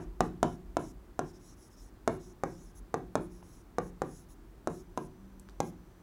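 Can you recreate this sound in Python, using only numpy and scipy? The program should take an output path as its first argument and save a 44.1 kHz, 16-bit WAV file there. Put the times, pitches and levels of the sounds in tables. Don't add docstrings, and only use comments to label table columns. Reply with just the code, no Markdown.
import sys
import numpy as np
from scipy import signal
from scipy.fft import rfft, irfft, next_fast_len
from scipy.io import wavfile
from scipy.ndimage import map_coordinates

SR = 44100
rng = np.random.default_rng(int(sys.argv[2]) if len(sys.argv) > 2 else 0)


def file_out(sig):
    cols = np.atleast_2d(sig).T
    lim = np.clip(cols, -1, 1)
    pcm = np.round(lim * 32767).astype(np.int16)
    wavfile.write(sys.argv[1], SR, pcm)


N = 265658

# f/Hz, relative level/dB
AIR_SPECTRUM = [(22, -12), (42, -1.5), (60, -17.5), (90, -10), (170, -15), (350, -13.5), (500, -25.5),
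                (1000, -27), (1600, -32.5), (2600, -40.5), (6000, -45), (15500, -48.5)]
# t/s, relative level/dB
RUMBLE_CURVE = [(0, -46), (.7, -47.5), (1.5, -57), (2.1, -52.5), (5.2, -53.5), (6, -57)]
# t/s, knock level/dB, pen tick/dB and panel ring/dB (both relative to the knock),
# contact time/ms, lowest glass mode/Hz, share of the ring in the second mode (0 to 1)
LANDINGS = [ (-0.085, -5, -29.5, -37.5, 0.74, 694, 0.12), (0.2064, -7, -28.5, -36.5, 0.78, 480, 1),
            (0.4295, -7, -28, -36, 0.86, 705, 0.053), (0.7688, -10.5, -30, -39, 0.88, 688, 0.058),
            (1.1922, -13.5, -28.5, -35, .83, 720, 0.01), (2.0769, -9, -28, -33, .8, 660, 0.023),
            (2.4361, -13.5, -31.5, -35, 0.77, 532, 0.37), (2.942, -13, -31, -34, .77, 480, .67),
            (3.1546, -10, -29, -34.5, .83, 612, 0.12), (3.7842, -12.6, -31, -38.5, 0.772, 485, 0.34),
            (4.0189, -13.5, -32.5, -39, .81, 505, 0.17), (4.6733, -14.5, -30, -32, .83, 618, 0.023),
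            (4.9754, -16.5, -29, -30.5, .94, 740, 0.78), (5.6032, -12.5, -24.5, -34.5, 1.08, 553, 0.79)]
# f above the lowest/Hz, level relative to the knock/dB
GLASS_MODES = [(0, -12), (258, -12), (680, -23)]
# f/Hz, width/Hz, relative level/dB
PEN_MODES = [(2104, 240, 3), (2870, 780, -2), (3620, 580, 0.5), (5570, 470, 2), (6300, 330, 5.5),
             (7150, 1160, 0), (10010, 1120, -5.5), (13000, 2000, -16)]
# f/Hz, relative level/dB, time to fade by 60 dB/s
PANEL_MODES = [(119.4, -4, 0.39), (149.5, 3.5, 0.48), (163.8, 3, 0.47), (180, 0.5, 0.97),
               (237.9, 2.5, 0.43), (263.5, 3.5, 0.29), (315.3, 1.5, 0.52), (339.7, 1, 0.41),
               (349.4, -3.5, 0.87), (370.4, -3, 0.69), (378, -0.5, 0.55), (450, 7, 0.21), (685, -23, 0.33),
               (710, -4, 0.41), (776, -9, 0.21), (1230, -23, 0.18), (1614, -7.5, 0.23), (2010, -27, .2),
               (2340, -18, .18)]
# f/Hz, relative level/dB
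ECHO_SPECTRUM = [(60, 4), (150, 3), (330, 3.5), (520, -2), (750, -10.5), (1100, 3.5), (1500, -12.5),
                 (2000, -0.5), (3000, -2.5), (6000, -15), (10000, -12), (16000, -24)]
# f/Hz, time to fade by 60 dB/s
ECHO_FADE = [(60, 0.72), (300, 0.36), (600, 0.21), (1500, 0.28), (4000, 0.33), (12000, 0.42)]
# start/s, end/s, hiss level/dB, brightness (top resonances over low ones)/dB
SLIDES = [ (0, .047, -71, -7), (0.225, .284, -67.5, -1), (0.425, .562, -70.5, -3),
          (0.79, .922, -65.5, -1.5), (1.246, 1.32, -72, -4), (1.33, 1.389, -77, -10),
          (1.396, 1.546, -70, -6.5), (1.566, 1.688, -70.5, -2), (1.702, 1.76, -76, -3),
          (1.764, 1.896, -70, -3), (2.092, 2.176, -70.5, 3), (2.196, 2.329, -70, -4.5),
          (2.443, 2.557, -70, -6), (2.553, 2.719, -71.5, -1), (2.75, 2.798, -69, 5), (2.966, 2.996, -76, 2),
          (3.205, 3.272, -70.5, 8), (3.298, 3.415, -73, -1), (3.427, 3.62, -69.5, -0.5),
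          (3.81, 3.903, -70, 3), (4.03, 4.248, -69.5, 2.5), (4.285, 4.344, -71, 2),
          (4.694, 4.824, -67.5, 1), (4.968, 5.076, -71.5, 2), (5.62, 5.706, -68, 5)]
# f/Hz, width/Hz, relative level/dB
TIP_LOW_MODES = [(4000, 560, -13), (5560, 610, -3.5)]
TIP_MIDDLE_MODES = [(6740, 650, 3.7), (7700, 340, 0.5)]
TIP_TOP_MODES = [(10170, 520, -6.5), (10800, 500, -15.5), (14400, 1400, -18.5)]
# t/s, peak level/dB, f/Hz
FINGER_CLICKS = [(3.427, -44.5, 670), (5.397, -43.5, 8000), (5.4005, -52, 8000), (5.488, -45, 1270),
                 (5.4885, -53, 4400), (5.496, -51, 4370), (5.5075, -61, 4400)]


def from_db(db):
    return 10 ** (np.asarray(db) / 20)


def rms_one(x):
    return x / np.sqrt(np.mean(x ** 2) + 1e-20)


def at_hz(points, hz):
    f, value = np.transpose(points)
    return np.interp(np.log(hz), np.log(f), value)


def add(out, s, sound):
    at = int(round(s * SR))
    part = sound[max(-at, 0):N - at]
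    out[max(at, 0):max(at, 0) + len(part)] += part


def cut(x, hz, kind):
    return signal.sosfilt(signal.butter(2, np.minimum(hz, SR / 2 - 1), kind, fs=SR, output="sos"), x)


def resonate(x, hz, width_hz):
    r = np.exp(-np.pi * width_hz / SR)
    feedback = [1, -2 * r * np.cos(2 * np.pi * hz / SR), r * r]
    return signal.lfilter(np.array([1, 0, -1]) * (1 - r * r) / 2, feedback, x + 1e-18)


def drift(per_s):
    values = rng.standard_normal(400)
    return np.interp(np.arange(N) / SR * per_s, np.arange(len(values)), values)


def room_noise(air_db=-56):
    rumble_db = np.interp(np.arange(N) / SR, *np.transpose(RUMBLE_CURVE)) - 2
    rumble = rms_one(cut(rng.standard_normal(N), [35, 56], "band"))
    size = next_fast_len(N)
    hz = np.maximum(np.fft.rfftfreq(size, 1 / SR), 1)
    spectrum = rfft(rng.standard_normal(size)) * from_db(at_hz(AIR_SPECTRUM, hz))
    air = cut(rms_one(irfft(spectrum, size)[:N]), 31, "high")
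    return from_db(rumble_db) * rumble + from_db(air_db) * air


def narrow_hiss(hz=15100, width_hz=700, level_db=-85):
    return from_db(level_db) * rms_one(resonate(rng.standard_normal(N), hz, width_hz))


def glass_modes(lowest_hz, second_share, contact_ms, usual_ms=0.78, softening_db_per_ms=59):
    share = np.clip(second_share, .01, .99)
    above_hz, db = np.transpose(GLASS_MODES)
    third_db = softening_db_per_ms * (usual_ms - contact_ms)
    drive_db = [10 * np.log10(1 - share), 10 * np.log10(share), third_db]
    return np.transpose([lowest_hz + above_hz, db + drive_db])


def glass_knock(t, contact_ms, rebound_ms, modes, rebound_db=-11):
    def push(start_ms):
        return np.sin(np.pi * np.clip((1000 * t - start_ms) / contact_ms, 0, 1)) ** 2
    first = push(0)
    pushes = first + from_db(rebound_db) * push(rebound_ms)
    wave = from_db(-2) * cut(pushes, 105, "high")
    for hz, db in modes:
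        ring = resonate(first, hz, width_hz=60)
        wave += from_db(db) * ring / np.abs(ring).max()
    return -wave


def pen_tick(t, rebound_ms, knock_db, chatter_s=0.003, chatter_db=-23, barrel_hz=4600, usual_db=-11):
    force = from_db(chatter_db) * rng.standard_normal(len(t)) * np.exp(-t / chatter_s)
    force[0] += 1
    add(force, rebound_ms / 1000, from_db([-12]))
    barrel_db = 0.38 * (knock_db - usual_db)
    tick = np.zeros(len(t))
    for k, (hz, width, db) in enumerate(PEN_MODES):
        gain = from_db(db + barrel_db * (hz < barrel_hz))
        tick += (-1) ** k * gain * resonate(force, hz, width)
    return tick / np.sqrt(np.mean(tick[t < .005] ** 2))


def panel_ring(t, build_s=0.0016, spread_db=2.93):
    hz, db, fade_s = np.transpose(PANEL_MODES)[:, :, None]
    strength = from_db(db + rng.normal(0, spread_db, hz.shape))
    tones = np.sin(2 * np.pi * (hz * t + rng.random(hz.shape)))
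    modes = strength * tones * from_db(-60 * t / fade_s)
    return modes.sum(axis=0) * (1 - np.exp(-t / build_s))


def echo_tails(t, count, gap_s=.003, build_s=0.00061, hold_s=0.0057, first_per_s=900, thicken_s=.018):
    late = np.maximum(t - gap_s, 0)
    density = np.minimum(first_per_s * (1 + (late / thicken_s) ** 2) / SR, 1)
    shape = (2, count, len(t))
    echoes = rng.choice([-1, 1], shape) * (rng.random(shape) < density) / np.sqrt(density)
    edges_hz = 50 * 2 ** (np.arange(18) / 2)
    rise = 1 - np.exp(-late / build_s)
    out = 0
    for k, (low, high) in enumerate(zip(edges_hz, edges_hz[1:])):
        hz = np.sqrt(low * high)
        envelope = rise * from_db(-60 * np.maximum(late - hold_s, 0) / at_hz(ECHO_FADE, hz))
        band = cut(echoes[k % 2], [low, high], "band")
        out = out + from_db(at_hz(ECHO_SPECTRUM, hz)) * envelope / np.linalg.norm(envelope) * band
    return out


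def taps(echo_db=-3):
    out, t = np.zeros(N), np.arange(SR * 3 // 4) / SR
    brief = t[:SR // 10]
    for landing, tail in zip(LANDINGS, echo_tails(t, len(LANDINGS))):
        s, knock_db, tick_db, panel_db, contact_ms, lowest_hz, second_share = landing
        rebound_ms = 3.45 * contact_ms
        modes = glass_modes(lowest_hz, second_share, contact_ms)
        knock = glass_knock(brief, contact_ms, rebound_ms, modes)
        tick = from_db(tick_db) * pen_tick(brief, rebound_ms, knock_db)
        direct = from_db(knock_db) * (knock + tick)
        add(out, s, direct)
        add(out, s, from_db(echo_db) * signal.fftconvolve(direct, tail))
        add(out, s, from_db(knock_db + panel_db) * panel_ring(t))
    return out


def tip_friction(modes, turns_per_s=22, bend=0.032, grain_db=3, waver_db=2.2):
    grains = rng.standard_normal(N) * from_db(grain_db * rng.standard_normal(N))
    hiss = np.zeros(N)
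    for hz, width, db in modes:
        gain = from_db(db + waver_db * np.clip(drift(turns_per_s), -1.5, 1.5))
        hiss += gain * resonate(resonate(grains, hz, 2 * width), hz, 2 * width)
    position = np.cumsum(1 + bend * drift(turns_per_s))
    return rms_one(map_coordinates(hiss, [position], mode="mirror"))


def strokes(fade_s=0.0077, swell_db=6, fastest_share=0.54, usual_hiss_db=-73.5):
    t, out = np.arange(N) / SR, np.zeros(N)
    pressure_db = 1.3 * drift(per_s=28)
    low, middle, top = map(tip_friction, (TIP_LOW_MODES, TIP_MIDDLE_MODES, TIP_TOP_MODES))
    for start, end, db, bright_db in SLIDES:
        near = slice(int(max(start - fade_s, 0) * SR), int((end + fade_s) * SR))
        contact = np.clip(np.minimum(t[near] - start, end - t[near]) / fade_s + .5, 0, 1)
        progress = (t[near] - start) / (end - start)
        speed = np.sin(np.pi * np.interp(progress, [0, fastest_share, 1], [0, .5, 1]))
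        hiss_db = db + swell_db * (speed - 1) + pressure_db[near]
        climb_db = 0.18 * (hiss_db - usual_hiss_db)
        hiss = (from_db(0.6 - bright_db / 2 - climb_db / 2) * low[near]
                + from_db(-0.3 + climb_db) * middle[near]
                + from_db(1 + bright_db / 2) * top[near])
        out[near] += contact * from_db(hiss_db) * hiss
    return out


def finger_clicks(decay_s=0.00096, relative_width=0.88, tail_db=-24, tail_s=0.034):
    out, t = np.zeros(N), np.arange(SR // 10) / SR
    envelope = np.exp(-t / decay_s) + from_db(tail_db) * np.exp(-t / tail_s)
    for s, db, hz in FINGER_CLICKS:
        burst = rng.standard_normal(len(t)) * envelope
        click = resonate(resonate(burst, hz, relative_width * hz), hz, relative_width * hz)
        add(out, s, from_db(db) * click / np.abs(click).max())
    return out


def electrical_whine(hz=6002, start_s=4.83, level_db=-85):
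    t = np.arange(N) / SR
    return from_db(level_db) * np.sqrt(2) * np.sin(2 * np.pi * hz * t) * (t > start_s)


def hum(hz=193.8, start_s=5.15, end_s=5.6, top_db=-54, rise_s=0.077, stop_s=0.074, fade_db_per_s=28):
    t = np.arange(N) / SR
    gate = np.clip(np.minimum((t - start_s) / rise_s, (end_s - t) / stop_s), 0, 1)
    level_db = top_db - fade_db_per_s * np.maximum(t - start_s - rise_s, 0)
    return gate * from_db(level_db) * np.sqrt(2) * np.sin(2 * np.pi * hz * t)


def scene():
    writing = taps() + strokes() + finger_clicks()
    return (writing + room_noise() + narrow_hiss() + electrical_whine() + hum())[None]


def record(dry, cutoff_hz=16000):
    return signal.sosfilt(signal.ellip(10, .1, 80, cutoff_hz, fs=SR, output="sos"), dry)


dry = scene()
out = record(dry)
file_out(out)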